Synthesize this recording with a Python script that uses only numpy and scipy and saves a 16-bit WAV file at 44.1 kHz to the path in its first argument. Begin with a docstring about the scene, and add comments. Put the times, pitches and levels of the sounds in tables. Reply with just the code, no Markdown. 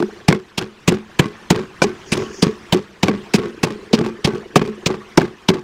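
"""Outdoors, close to the microphone, a wooden pestle pounds garlic and spices in a wooden mortar.
Light knocks on the wall come first, then about three strokes a second: each crunches through the paste as
breaking grains, thumps the bowl as damped modes struck by a force pulse, then slides and knocks along the wall.
Peaks beyond full scale clip. Behind lies filtered-noise air, with a faint throbbing drone at the start,
a high hiss that swells twice just after two seconds, and the drone again around and after the second swell."""
import sys
import numpy as np
from scipy import signal
from scipy.fft import rfft, irfft, next_fast_len
from scipy.io import wavfile
from scipy.ndimage import uniform_filter1d, map_coordinates

SR = 44100
rng = np.random.default_rng(int(sys.argv[2]) if len(sys.argv) > 2 else 0)


def wav_out(sig):
    """Save sig, one row per channel (or a flat mono array), as 16-bit PCM at SR to the path in sys.argv[1]."""
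    wavfile.write(sys.argv[1], SR, np.round(np.clip(np.atleast_2d(sig).T, -1, 1) * 32767).astype(np.int16))


N = 248283
T = np.arange(int(SR * 0.4)) / SR  # time within one short sound [s]

# blows of the pestle: (time [s], force [dB], bowl ring before a common lift [dB], clack [dB],
# contact hardness [Hz], crunch length [s], grind length [s])
STROKES = [(0.2839, 3, -0.5, -7, 464, 0.0044, .056), (0.5784, -14, -17, -28, 420, .012, 0.051),
           (0.8778, 0, 4, -13, 470, 0.015, 0.054), (1.193, 0, 5, 8, 438, 0.0071, 0.055),
           (1.5039, 1, 1.5, 1, 462, 0.0075, 0.088), (1.8183, -8, -2, 1.5, 1690, 0.025, 0.073),
           (2.1202, -6.5, -10.5, -28, 464, .019, 0.11), (2.424, -1.5, 5, -20, 446, .011, 0.055),
           (2.725, -2, -2.5, -8, 473, .013, 0.044), (3.031, -3.5, -6, -.5, 436, 0.0067, .11),
           (3.338, -5, 3, -11, 446, 0.024, .115), (3.6327, -5, -0.5, -5, 444, .013, 0.07),
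           (3.931, -7.5, 7, -11, 440, 0.022, 0.15), (4.246, -4.5, -8, -5.5, 447, 0.013, 0.097),
           (4.5574, -1, 7, 8.5, 715, 0.015, 0.11), (4.861, -8, -18, -5, 430, 0.012, 0.07),
           (5.175, -0.5, 5, 13, 770, 0.0037, 0.059), (5.4863, -2, 4, 0.5, 421, 0.0079, 0.072)]
# modes of the wooden bowl and its hollow: (frequency [Hz], level [dB], t60 before extra damping [s])
BOWL_MODES = [(213.5, -9, 0.25), (369.9, -3, 0.16), (424.7, -3.5, 0.12), (862, -14, 0.056),
              (1114, -7, 0.081), (1566, -9, 0.067), (2038, -14.5, 0.14), (2480, -8.5, 0.073)]
# modes of the hand-held pestle: (frequency [Hz], level [dB], t60 before extra damping [s])
PESTLE_MODES = [(545, -4, 0.03), (629, -8, 0.039), (760.5, -5, 0.045), (893, -5, 0.031), (1035, -3, 0.033),
                (1312, -2, 0.018), (1480, -20, 0.024), (1598, 1, 0.022), (2208, 2.5, 0.036)]
# spectrum of breaking seeds and garlic: (frequency [Hz], relative level [dB per Hz])
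CRUNCH_SPECTRUM = [(100, -17.5), (400, -3), (900, 2), (1350, -8.5), (1800, -2.5), (2550, 0.5), (3100, -1),
                   (5300, -4), (7500, -11.5), (10000, -19), (12000, -25), (15500, -27)]
THUMP_HZ = 173.2  # mean pitch of the mortar's bounce on its support


def blows():
    """The pestle bottoms out and clacks; while it presses, it damps the bowl."""
    thump_db, ring_lift_db = 5, 3.5  # thump at force 0 dB; lift of every bowl ring
    out = np.zeros(N)
    for s, force_db, ring_db, clack_db, hardness_hz, _, _ in STROKES:
        bounce = amp(thump_db + force_db) * thump(THUMP_HZ, t60=0.048)
        bowl = amp(ring_db + ring_lift_db) * ring(BOWL_MODES, damping=4.08, scatter_db=4.5, detune=0.1)
        clack = amp(clack_db) * ring(PESTLE_MODES, damping=0.85, scatter_db=4.5, detune=0.048)
        cushion = 0.865 / hardness_hz  # softer paste takes longer to squeeze flat [s]
        add(out, s + cushion, -through(bounce + bowl + clack, contact(hardness_hz)))
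    return radiate(out, corner_hz=57)


def crunches():
    """Seeds and garlic break ever faster as the pestle sinks in, until it comes to rest."""
    base_db, db_per_force_db = -11, 0.25  # level at force 0 dB; gain per dB of force
    usual_s, thinning_db = 0.012, 3  # a usual crunch length; loss each time it doubles
    lead = 0.02  # room for the rise ahead of the blow [s]
    out = np.zeros(N)
    for s, force_db, _, _, hardness_hz, length, _ in STROKES:
        t = T - lead
        crunch_db = base_db + db_per_force_db * force_db - thinning_db * np.log2(length / usual_s)
        rise = np.exp(np.minimum(t - 0.0004, 0) * hardness_hz * 1.67)
        sag = amp(-5.5 * np.clip(t / length, 0, 1))
        release = np.exp(-np.maximum(t - length, 0) / 0.0043)
        burst = amp(crunch_db) * rise * sag * release * grains(clumping=1.5, rate=1300)
        # the gap between pestle and wall tints each burst differently
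        tint = colour([(hz, db + 3.73 * rng.standard_normal()) for hz, db in CRUNCH_SPECTRUM])
        add(out, s - lead, through(burst, tint))
    return out


def grinding():
    """After each blow the pestle slides over grit, single seeds snap, and the bowl sings along."""
    # spectrum of the rubbing grit: (frequency [Hz], relative level [dB per Hz])
    scrape_spectrum = [(30, -23.5), (70, -3), (140, 9.5), (450, 3), (650, -9), (1200, -6.5), (2200, -13.5),
                       (3500, -18.5), (5000, -23), (8000, -36), (11000, -51), (16000, -51)]
    base_db, db_per_force_db = -21.5, 0.31  # level at force 0 dB; gain per dB of force
    out = np.zeros(N)
    for s, force_db, *_, length in STROKES:
        onset = 1 - np.exp(-T / 0.0014)
        sag = amp(-5.5 * np.minimum(T / length, 1))
        pressure = onset * sag * np.exp(-np.maximum(T - length, 0) / 0.031)
        rubbing = pressure + amp(-0.5) * fade(0.27)  # crumbs keep rubbing as the pestle leaves
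        wood = through(ring(BOWL_MODES, damping=0.96, scatter_db=2.5, detune=0.026), contact(hardness_hz=990))
        song = through(pressure * grains(clumping=2.5, rate=270), wood / np.linalg.norm(wood))
        rasp = through(rubbing * grains(clumping=5.0, rate=300), colour(scrape_spectrum))
        snaps = through(rubbing * crackles(rate=140, spread_db=29), colour(CRUNCH_SPECTRUM))
        slide = amp(1.0) * song + amp(-3.0) * rasp + amp(-20.0) * snaps
        add(out, s + 0.008, amp(base_db + db_per_force_db * force_db) * slide)
    return out


def knocks():
    """Lighter contacts, as the pestle rebounds, let the bowl ring on and crack a few more seeds."""
    # rebounds against the wall: (time [s], strength [dB], contact hardness [Hz])
    rebounds = [(.001, -7.5, 590), (0.0245, -7.5, 604), (0.3254, -8, 1500), (0.6132, -19.5, 1240),
                (.922, -7.5, 590), (1.84, -7.5, 1060), (2.1752, -13, 850), (2.466, -9, 500),
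                (2.7453, -7, 720), (3.0823, -6.5, 1250), (3.092, -2.5, 420), (3.39, -9, 555),
                (3.7048, -15, 800), (3.9885, -11, 724), (4.01, -4, 433), (4.062, -15, 910),
                (4.2728, -5, 624), (4.334, -10, 397), (4.615, -7, 420), (4.902, -12, 625),
                (5.215, -13, 1310), (5.229, -11.5, 480), (5.501, -5.5, 700)]
    thump_db = 0.5
    # grit level of a hard knock; below this hardness it falls away
    hard_grit_db, full_grit_hz, fall_db_per_octave = -5.5, 950, 13
    out = np.zeros(N)
    for s, strength_db, hardness_hz in taps(count=1) + rebounds:
        bounce = amp(thump_db) * thump(THUMP_HZ, t60=0.033)
        bowl = ring(BOWL_MODES, damping=1.165, scatter_db=2.5, detune=0.034)
        clack = amp(1.5) * ring(PESTLE_MODES, damping=1.66, scatter_db=3.5, detune=0.064)
        body = through(bounce + bowl + clack, contact(hardness_hz))
        grit = grains(clumping=3, rate=1000) * fade(0.018) * (1 - np.exp(-T / 0.0011))
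        grit = through(grit, colour(CRUNCH_SPECTRUM))
        grit_db = hard_grit_db - fall_db_per_octave * max(np.log2(full_grit_hz / hardness_hz), 0)
        add(out, s, amp(strength_db) * (body + amp(grit_db) * grit))
    return radiate(out, corner_hz=72)


def taps(count):
    """Light brushes with the wall at chance moments after each blow: (time [s], strength [dB], hardness [Hz])."""
    mean_db, spread_db, hardness_hz = -23.5, 1.5, 850
    wait_s = 0.025  # no brush comes sooner than this after the blow
    rows = []
    for s, *_, length in STROKES:
        for _ in range(count):
            moment = s + wait_s + length * rng.random()
            rows.append((moment, mean_db + spread_db * rng.standard_normal(), hardness_hz))
    return rows


def high_hiss():
    """A narrow, patchy band of high noise that swells twice."""
    # spectrum: (frequency [Hz], relative level [dB per Hz])
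    hiss_spectrum = [(3500, -72), (4500, -11), (4850, -6), (6700, -4), (7200, -15), (9000, -31),
                     (12000, -36)]
    # swells: (time [s], hold [s], level [dB])
    hiss_swells = [(2.085, .14, -44), (2.34, 0.074, -41.5)]
    hiss = patchy(through(rng.standard_normal(N), colour(hiss_spectrum)), depth_db=2.0)
    return hiss * swells(hiss_swells, rise_db_per_s=327, fall_db_per_s=130)


def drone(hz, width_hz, throb_rate):
    """Faint narrow-band noise whose level throbs at a wandering rate, like a far engine."""
    # spells: (time [s], hold [s], level [dB])
    drone_spells = [(0, 0.069, -39.5), (2.33, .1, -40), (3.5, 1.3, -40)]
    resonance = np.cos(2 * np.pi * hz * T) * np.exp(-np.pi * width_hz * T) * T
    band = unit(through(rng.standard_normal(N), resonance))
    turns = np.cumsum(throb_rate * (1 + 0.1633 * wobble(3.6, N))) / SR
    throbbing = unit(band * amp(13 * np.sin(2 * np.pi * turns)))
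    return swells(drone_spells, rise_db_per_s=32, fall_db_per_s=46) * throbbing


def outdoor_air():
    """Wavering noise of the open air, with steady noise that rings in the hollow of the bowl."""
    # spectrum: (frequency [Hz], relative level [dB per Hz])
    air_spectrum = [(15, -46), (25, -11), (59, -1.5), (256, -7), (531, -9.5), (624, -7.5), (818, -6),
                    (1100, -3), (1370, -6), (1740, -5), (2160, -9), (3080, -10.5), (3920, -16.5),
                    (5880, -19.5), (16000, -42.5)]
    # common level of air and hollow, before their balance: (time [s], level [dB])
    air_level = [(0.0, -40.5), (0.38, -50), (2.27, -41.5), (3.04, -46.5), (3.2, -43.5), (5.63, -47)]
    air_db, hollow_db = 1, -2.5
    air = patchy(through(rng.standard_normal(N), colour(air_spectrum)), depth_db=3.5)
    air = air * amp(0.92 * wobble(14, N))
    wood = through(ring(BOWL_MODES, damping=3.7, scatter_db=-0.5, detune=0.0079), contact(hardness_hz=392))
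    hollow = unit(through(rng.standard_normal(N), wood))
    return level(air_level) * (amp(air_db) * air + amp(hollow_db) * hollow)


def thump(hz, t60):
    """The whole mortar bounces on its support, which takes a moment to give; each pitch differs."""
    pitch = hz * (1 + 0.11 * rng.standard_normal())
    return np.sin(2 * np.pi * pitch * T) * fade(t60) * (1 - np.exp(-T / 0.00057))


def ring(modes, damping, scatter_db, detune):
    """Damped modes; each point of contact weights and detunes them anew."""
    chance = rng.standard_normal((len(modes), 2))
    out = np.zeros(len(T))
    for (hz, db, t60), (weight, shift) in zip(modes, chance):
        build_up = 1 - np.exp(-2 * hz * T)  # over half a cycle
        tone = np.cos(2 * np.pi * hz * (1 + detune * shift) * T)
        out += amp(db + scatter_db * weight) * fade(t60 / damping) * tone * build_up
    return out


def contact(hardness_hz):
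    """Force pulse of area 1: soft paste stretches it, bare wood keeps it short."""
    force = T * np.exp(-2 * np.pi * hardness_hz * T)
    return force / force.sum()


def radiate(x, corner_hz):
    """A small bowl gives off little deep bass."""
    return signal.sosfilt(signal.butter(2, corner_hz, "high", fs=SR, output="sos"), x)


def grains(clumping, rate):
    """Tiny fractures as noise whose level swings up to 2.97 dB per unit of clumping either way, rms 1."""
    swing_db = clumping * np.tanh(wobble(rate, len(T)) / 2) * 2.97
    return unit(rng.standard_normal(len(T)) * amp(swing_db))


def crackles(rate, spread_db):
    """Single seeds that snap at random moments and sizes, about rate a second, rms 1."""
    snaps = (rng.random(len(T)) < rate / SR) * amp(-spread_db * rng.random(len(T)))
    return unit(through(snaps, fade(0.012)) * rng.standard_normal(len(T)))


def patchy(x, depth_db):
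    """Give noise small patches of random gain in time and frequency, rms 1."""
    z = signal.stft(x, nperseg=512)[2]
    across_frequency = uniform_filter1d(rng.standard_normal(z.shape), size=5, axis=0)
    field = uniform_filter1d(across_frequency, size=3, axis=1)
    return unit(signal.istft(z * amp(depth_db * unit(field)), nperseg=512)[1][:N])


def swells(rows, rise_db_per_s, fall_db_per_s):
    """Gain per sample of swells that rise, hold and fall, from (time [s], hold [s], level [dB]) rows."""
    t = np.arange(N) / SR
    curves = []
    for s, hold, db in rows:
        rise = rise_db_per_s * np.maximum(s - t, 0)
        fall = fall_db_per_s * np.maximum(t - s - hold, 0)
        curves.append(db - rise - fall)
    return amp(np.max(curves, axis=0))


def level(rows):
    """Gain per sample from (time [s], level [dB]) rows."""
    return amp(np.interp(np.arange(N) / SR, *np.transpose(rows)))


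def colour(points, size=4096):
    """Causal impulse response of energy 1 with the given (Hz, dB) spectrum."""
    hz, db = np.transpose(points)
    bins_hz = np.fft.rfftfreq(size, 1 / SR) + 1  # 1 Hz up, to keep the logarithm finite
    cepstrum = irfft(np.log(amp(np.interp(np.log(bins_hz), np.log(hz), db))))
    cepstrum[1:size // 2] *= 2  # folding the cepstrum gives minimum phase
    cepstrum[size // 2 + 1:] = 0
    response = irfft(np.exp(rfft(cepstrum)))
    return response / np.linalg.norm(response)


def through(x, response):
    """Pass x through an impulse response."""
    return signal.fftconvolve(x, response)[:len(x)]


def wobble(rate, size):
    """A smooth random curve, rate knots a second."""
    knots = rng.standard_normal(int(size * rate / SR) + 4)
    return map_coordinates(knots, [np.arange(size) * rate / SR])


def fade(t60):
    """A decay that loses 60 dB in t60 seconds."""
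    return np.exp(-np.log(1000) * T / t60)


def amp(db):
    """Decibels to gain."""
    return 10 ** (np.asarray(db) / 20)


def unit(x):
    """Scale to rms 1."""
    return x / np.sqrt(np.mean(x ** 2) + 1e-20)


def add(track, s, sound):
    """Mix a sound into the track from time s [s] on."""
    start = max(0, round(s * SR))
    track[start:start + len(sound)] += sound[:N - start]


def scene():
    """The mortar close by, in the open air."""
    mortar = blows() + crunches() + grinding() + knocks()
    background = high_hiss() + drone(hz=386, width_hz=126, throb_rate=23) + outdoor_air()
    return (mortar + background)[None]


def record(dry):
    """The recorder clips at full scale and keeps nothing above its band limit."""
    top_hz, slope_hz = 15800, 400  # middle and width of the band edge
    clipped = np.clip(dry, -1, 1)
    size = next_fast_len(N + SR // 2)
    passband = np.clip((top_hz - np.fft.rfftfreq(size, 1 / SR)) / slope_hz + 0.5, 0, 1)
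    return irfft(rfft(clipped, size) * passband, size)[:, :N]


dry = scene()
out = record(dry)
wav_out(out)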